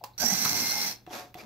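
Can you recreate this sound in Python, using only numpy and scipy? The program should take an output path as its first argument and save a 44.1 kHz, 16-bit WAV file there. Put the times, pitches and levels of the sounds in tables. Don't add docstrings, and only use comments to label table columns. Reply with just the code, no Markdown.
import sys
import numpy as np
from scipy import signal
from scipy.fft import rfft, irfft
from scipy.io import wavfile
from scipy.ndimage import uniform_filter1d

SR = 44100
rng = np.random.default_rng(int(sys.argv[2]) if len(sys.argv) > 2 else 0)


def amplitude_ratio(level_db):
    exponent = np.asarray(level_db, float) / 20
    return 10 ** exponent


def int16_out(signal):
    q = np.round(np.clip(np.atleast_2d(signal).T, -1, 1) * 32767)
    wavfile.write(sys.argv[1], SR, q.astype(np.int16))


N = 63945
T = np.arange(N) / SR
HZ = np.fft.rfftfreq(N, 1 / SR)
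SIDES = np.array([[0.5], [-0.5]])
LAG_S = 0.00008


def evened(x):
    return x / np.sqrt(np.mean(x ** 2) + 1e-20)


def read(points, hz):
    point_hz, value = np.transpose(points)
    return np.interp(np.log(hz + 1), np.log(point_hz + 1), value)


def resonate(x, hz, width_hz):
    turn = np.exp(2j * np.pi * hz * T)
    r = np.exp(-np.pi * width_hz / SR)
    return 2 * (turn * signal.lfilter([1 - r], [1, -r], x / turn)).real


def ring_twice(x, hz, width_hz):
    return evened(resonate(resonate(x, hz, width_hz), hz, width_hz))


def slow(hz):
    noise = uniform_filter1d(rng.standard_normal(N), size=60)
    return evened(signal.lfilter([1], [1, -np.exp(-2 * np.pi * hz / SR)], noise))


def colour(x, points, tilt_db=0):
    gain = amplitude_ratio(read(points, HZ) + tilt_db * np.log2(HZ / 1000 + 0.1))
    return evened(irfft(rfft(x) * gain, N))


def grains(per_s, spread_db):
    size = amplitude_ratio(spread_db * np.minimum(rng.exponential(1, (2, N)), 5)) * rng.standard_normal((2, N))
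    return evened(size * (rng.random((2, N)) < per_s / SR))


# pitch_hz, likeness (0 to 1)
SAME = [(60, 0.82), (700, 0.78), (1500, 0.13), (5500, 0.65), (10000, 0.046), (15000, 0.083)]


def ports(a, b, side, lag_s=0.0):
    a, b = rfft(a), rfft(b)
    same = np.clip(read(SAME, HZ), 0, 1)
    half = amplitude_ratio(read(side, HZ) / 2)
    left = a * half * np.exp(-2j * np.pi * HZ * lag_s)
    right = (same * a + np.sqrt(1 - same ** 2) * b) / half
    return irfft([left, right], N)


# pitch_hz, left_right_db
EVEN = ((1, 0), (2, 0))
# pitch_hz, level_db
FLOOR = [(40, 10.5), (220, -3), (1300, -20), (4200, -19.5), (6000, -25), (9000, -34), (13000, -19.5)]
# pitch_hz, level_db
HUM = [(118, -60)]


def floor():
    hiss = colour(ports(*rng.standard_normal((2, N)), EVEN), FLOOR)
    hum = sum(amplitude_ratio(db + 2 * slow(18)) * np.sin(2 * np.pi * hz * T) for hz, db in HUM)
    return amplitude_ratio(-59.5) * hiss + hum


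# pitch_hz, time_to_fall_60_db_s
ROOM = [(200, 0.5), (1000, 0.3), (6000, 0.21), (14000, 0.18)]


def room(x):
    taps = np.zeros((2, SR // 2))
    at = np.arange(200, SR // 2 - 20, 20) + rng.integers(0, 20, (2, (SR // 2 - 201) // 20))
    np.put_along_axis(taps, at, rng.choice([-1.0, 1.0], at.shape), 1)
    hz, t, bands = signal.stft(taps, SR, nperseg=256)
    fading = bands * amplitude_ratio(-60 * t / read(ROOM, hz)[:, None])
    tail = signal.istft(fading, SR, nperseg=256)[1]
    return signal.fftconvolve(x, tail / np.linalg.norm(tail[0]), axes=1)[:, :N]


# pitch_hz, left_right_db
SIDEWAYS = [(60, 3.5), (180, 0), (550, 4.5), (1650, 3.5), (4970, -0.5), (15000, -14)]
# start_s, length_s, pitch_hz, width_hz, level_db
SQUEAKS = [(1.13, 0.14, 743, 33.6, -49), (1.38, 0.042, 2410, 111.3, -48), (1.378, 0.045, 4860, 178, -54),
           (0.132, 0.017, 4200, 160, -63), (1.352, .008, 3500, 150, -53), (1.1, .012, 3200, 150, -49),
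           (1.378, .03, 12700, 300, -59), (.185, 0.11, 78, 21, -46), (0.213, 0.0604, 250, 20.5, -34.5),
           (.2, 0.062, 700, 150, -34.5), (.195, 0.026, 200, 30, -40.5), (.59, 0.053, 240, 25, -38.5),
           (0.215, 0.041, 1550, 25, -38), (0.306, 0.058, 185, 17, -33.5), (.305, 0.038, 800, 90.6, -35),
           (0.394, .08, 250, 34.2, -40.5), (0.481, 0.096, 110, 21.7, -44),
           (0.487, 0.1647, 260, 45.4, -43.5), (0.691, 0.18, 839, 4.3, -41.5), (0.66, 0.075, 4250, 30, -35),
           (.73, .12, 5300, 60, -39), (0.002, 0.054, 750, 91, -52)]


def squeaks():
    out = np.zeros((2, N))
    for start_s, length_s, hz, width_hz, db in SQUEAKS:
        pitch = hz + width_hz * slow(3 * width_hz)
        tone = np.sin(2 * np.pi * np.cumsum(pitch) / SR) * amplitude_ratio(3.1 * slow(81))
        swell = np.sin(np.pi * np.clip((T - start_s) / length_s, 0, 1))
        out += amplitude_ratio(db + read(SIDEWAYS, hz) * SIDES) * tone * swell
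    return out


# pitch_hz, left_right_db
HAND_SIDE = [(60, 10), (380, 2.5), (2380, 1), (15000, -11.5)]
# start_s, rise_s, hold_s, fall_s, level_db
SLIDES = [
    (1.071, 0.065, 0.056, 0.12, -44),
    (1.346, 0.037, 0.03, 0.09, -51.5),
    (1.423, 0.011, 0.017, 0.038, -53.5),
]
# pitch_hz, level_db
SLIDE = [(47, -54), (80, -44), (208, -9.5), (751, -6), (1950, -14), (5900, -18.5), (8990, -31.5),
         (12300, -25), (16000, -40)]
SLIDE_TILT_DB = [0.5, 0, -12]


def slides():
    out = np.zeros((2, N))
    for (start_s, rise_s, hold_s, fall_s, db), tilt_db in zip(SLIDES, SLIDE_TILT_DB):
        corners_s = np.cumsum([start_s, rise_s, hold_s, fall_s])
        stroke_db = np.interp(T, corners_s, [-26.5, 7.0, 3.5, -23.0], -140, -140)
        slips = ports(*grains(9000, 2.1), HAND_SIDE) * amplitude_ratio(0.75 * slow(110))
        out += amplitude_ratio(db + stroke_db) * colour(slips, SLIDE, tilt_db)
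    return out


# start_s, crack_db, ring_db, thud_db, snap_hz
HITS = [
    (.0385, -40.5, -29, -67, 4830),
    (.0425, -39.5, -37.5, -55, 5170),
    (.451, -29.5, -31, -37, 4830),
    (.459, -32, -33, -31, 1420),
    (1.0646, -49.5, -57, -63, 2870),
    (1.074, -55, -42.5, -38, 735),
    (1.107, -58, -41.5, -60, 797),
    (1.3426, -43.5, -60, -51, 3300),
    (1.352, -68, -41.5, -37, 692),
]
HIT_TILT_DB = [0.2, -0.2, 1, -2, -4, -8, -5, -.6, -3, -7]
# pitch_hz, level_db, time_to_fall_60_db_s
RINGS = [
    [(728, -27, 0.14), (850, 0.5, 0.06), (989, -4, 0.035), (2690, -12.5, 0.022), (4550, 2, 0.006)],
    [(1067, 1, 0.037), (1282, 4, 0.031), (1600, -10, 0.033), (1950, -19, 0.025), (4090, -2, 0.036)],
    [(725, 3, 0.083), (328, -0.5, 0.088)],
]
PART_FROM_S = [.3, 1]
# pitch_hz, level_db
CRACK = [(180, -73), (300, -49), (870, -9.5), (1720, -13), (5080, -19), (9710, -22), (16000, -11.5)]


def hits():
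    out = np.zeros((2, N))
    relay = (0.167, -66, -140, -140, HOUSING[5][0])
    for (start_s, crack_db, ring_db, thud_db, snap_hz), tilt_db in zip(list(HITS) + [relay], HIT_TILT_DB):
        t = np.maximum(T - start_s, 0)
        noise = colour(ports(*rng.standard_normal((2, N)), HAND_SIDE), CRACK, tilt_db)
        noise = noise + 2.5 * evened(resonate(noise, snap_hz, 0.55 * snap_hz))
        crack = noise * (amplitude_ratio(crack_db - 60 * t / 0.011) + amplitude_ratio(crack_db - 17.5 - 60 * t / 0.13))
        ring = 0
        for hz, db, t60_s in RINGS[np.searchsorted(PART_FROM_S, start_s)]:
            fade = amplitude_ratio(db - 60 * t / t60_s + 1.2 * slow(180))
            ring = ring + fade * np.sin(2 * np.pi * hz * t + 0.4 * slow(153))
        thud = amplitude_ratio(thud_db - 60 * t / 0.035) * np.sin(2 * np.pi * 147 * t)
        onset = (T > start_s) * np.minimum(t / 0.001, 1)
        out += onset * (crack + amplitude_ratio(ring_db) * ring + thud)
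    return out


# pitch_hz, width_hz, level_db
BOX = [(190.4, 44, -0.5), (262.3, 42, -3.5), (482, 160, -5.5), (760, 202, 2), (1002, 86, -10.5)]


def box_boom():
    shake = ports(*grains(1500, 1.5), SIDEWAYS, LAG_S)
    return sum(amplitude_ratio(db) * ring_twice(shake, hz, width_hz * 1.72) for hz, width_hz, db in BOX)


# pitch_hz, width_hz, level_db, left_right_db
HOUSING = [(1600, 160, -20, 1), (2230, 390, -19, 8), (4243, 234, -7.5, 2), (4750, 173, -10, -8),
           (5176, 210, -5.5, 0), (5776, 420, -2.5, -13.5), (7170, 320, -15, -13), (7910, 430, -21.5, -11),
           (12560, 260, -17, -11.5), (10600, 300, -20.5, -2), (13040, 1600, -13.5, -16.5),
           (14400, 700, -23, -21)]
DRIFT_DB_PER_S = [-10, -2, 2.5, -1, 6, -3.5, -14, -10, -14, -1, -2.5, 5]


def housing_rings(rattle):
    moved_s = np.minimum(T, 0.885) - 0.5
    out = 0
    for (hz, width_hz, db, side_db), drift_db in zip(HOUSING, DRIFT_DB_PER_S):
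        mode_db = db + side_db * SIDES + drift_db * moved_s + 1.4 * slow(14)
        out = out + amplitude_ratio(mode_db) * ring_twice(rattle, hz, width_hz * 1.87)
    return out


def mesh_tone(multiple, mesh_hz, turns):
    return np.cos(2 * np.pi * multiple * (turns - mesh_hz * LAG_S * SIDES))


def whine(multiple, mesh_hz, turns):
    answer = sum(amplitude_ratio(db + side_db * SIDES) / (1 + ((multiple * mesh_hz - hz) / (0.75 * width_hz)) ** 4)
                 for hz, width_hz, db, side_db in HOUSING)
    return answer * mesh_tone(multiple, mesh_hz, turns)


# multiple, level_db, left_right_db
MESH = [
    (1, -10, 2),
    (2, -28, 1),
]


def gear_tones(mesh_hz, turns, catch_db):
    low = sum(amplitude_ratio(db + side_db * SIDES + 2.2 * slow(49)) * mesh_tone(multiple, mesh_hz, turns)
              for multiple, db, side_db in MESH)
    high = sum(whine(multiple, mesh_hz, turns) for multiple in (3, 4))
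    high = high * amplitude_ratio(5 + catch_db + 2.2 * slow(180))
    unload_db = -20 * np.clip((T - 0.885) / 0.04, 0, 1)
    return (low + high) * amplitude_ratio(unload_db)


# time_s, mesh_hz, drive_db, left_right_db as the microphone turns
RUN = [(0.1788, 1392, -42.5, 2), (.197, 1505, -42, -1), (.202, 1524, -33, -4.5), (0.224, 1600, -31, -3),
       (.255, 1825, -34, -5), (.285, 1950, -32.5, -1.5), (0.331, 2045, -32.5, -3.5),
       (0.381, 2064, -31.5, 1.5), (.52, 2091, -31, 0.5), (0.702, 2122, -31.5, 5), (0.779, 2115, -32.5, 3),
       (.845, 2133, -32.5, 3.5), (.885, 1980, -33, 4.5), (0.915, 1900, -39, 4.5), (0.963, 1835, -57, 5)]
# middle_s, length_s, level_db
CATCHES = [(.205, 0.0086, 2.5), (.214, .006, -7), (0.222, .008, 2), (0.229, .009, 3.5), (.244, .004, -1),
           (.255, 0.014, 5), (0.266, .009, 4.5), (0.276, 0.0082, -7), (0.286, .007, 6.5),
           (0.294, 0.0071, -5), (0.306, 0.0093, 4), (0.317, .006, 1.5), (.332, .006, 3.5),
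           (0.338, 0.0044, 2), (0.356, .006, 3), (0.362, .008, -3.5), (0.373, .006, 3),
           (0.411, 0.0054, 3.5), (0.454, 0.0082, 6), (0.462, 0.0062, 6.5), (0.494, 0.0071, 5),
           (0.5313, 0.0039, 8.5), (0.538, 0.0077, -6.5), (.567, 0.0054, 2), (0.577, .004, -1),
           (0.603, .004, 3.5), (0.62, .008, 2), (0.672, .008, 3.5), (.695, 0.0049, 4), (0.702, .005, 1),
           (.714, .005, 0.5), (.817, 0.0067, 2), (0.832, 0.0061, 2), (0.87, 0.0059, 2), (0.913, .007, 4.5)]
# pitch_hz, level_db
GEAR_HISS = [(35, -50), (60, -17), (193, -12.5), (1660, -8.5), (2140, -8), (3340, -5), (5860, -38),
             (6900, -10), (16000, -16)]


def motor():
    time_s, run_hz, drive_db, turn_db = np.transpose(RUN)
    drive = amplitude_ratio(np.interp(T, time_s, drive_db, -140, -140))
    mesh_hz = np.interp(T, time_s, run_hz)
    camera_turn = amplitude_ratio(np.interp(T, time_s, turn_db) * SIDES)
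    catch_db = sum(db * np.exp(-((T - middle_s) / (length_s / 2)) ** 4)
                   for middle_s, length_s, db in CATCHES)
    turns = np.cumsum(mesh_hz * (1 + 0.004 * slow(84))) / SR
    teeth = grains(9000, 2) * (1 + 0.5 * np.cos(2 * np.pi * turns)) * amplitude_ratio(0.7 * slow(50))
    rings = housing_rings(ports(*teeth, EVEN, LAG_S)) * amplitude_ratio(0.69 * catch_db)
    hiss = amplitude_ratio(-4) * colour(ports(*teeth[::-1], SIDEWAYS, LAG_S), GEAR_HISS) * amplitude_ratio(catch_db / 2)
    tones = gear_tones(mesh_hz, turns, catch_db)
    return drive * ((rings + tones) * camera_turn + hiss + amplitude_ratio(-16) * box_boom())


def scene():
    near = motor() + hits() + slides() + squeaks()
    return near + amplitude_ratio(-9.5) * ports(*room(near), EVEN) + floor()


def band_limit(x):
    return signal.sosfilt(signal.butter(12, 16850, fs=SR, output="sos"), x)


# pitch_hz, width_hz
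DIPS = [(3050, 215), (9500, 680)]


def record(dry):
    bass_cut = HZ ** 2 / (HZ ** 2 + 45 ** 2)
    top_edge = np.clip((15780 - HZ) / 150, 0.004, 1)
    dips = amplitude_ratio(sum(-5.5 * np.exp(-((HZ - hz) / width_hz) ** 2) for hz, width_hz in DIPS))
    mix = irfft(rfft(dry) * top_edge * bass_cut * dips, N)
    return band_limit(mix)


dry = scene()
out = record(dry)
int16_out(out)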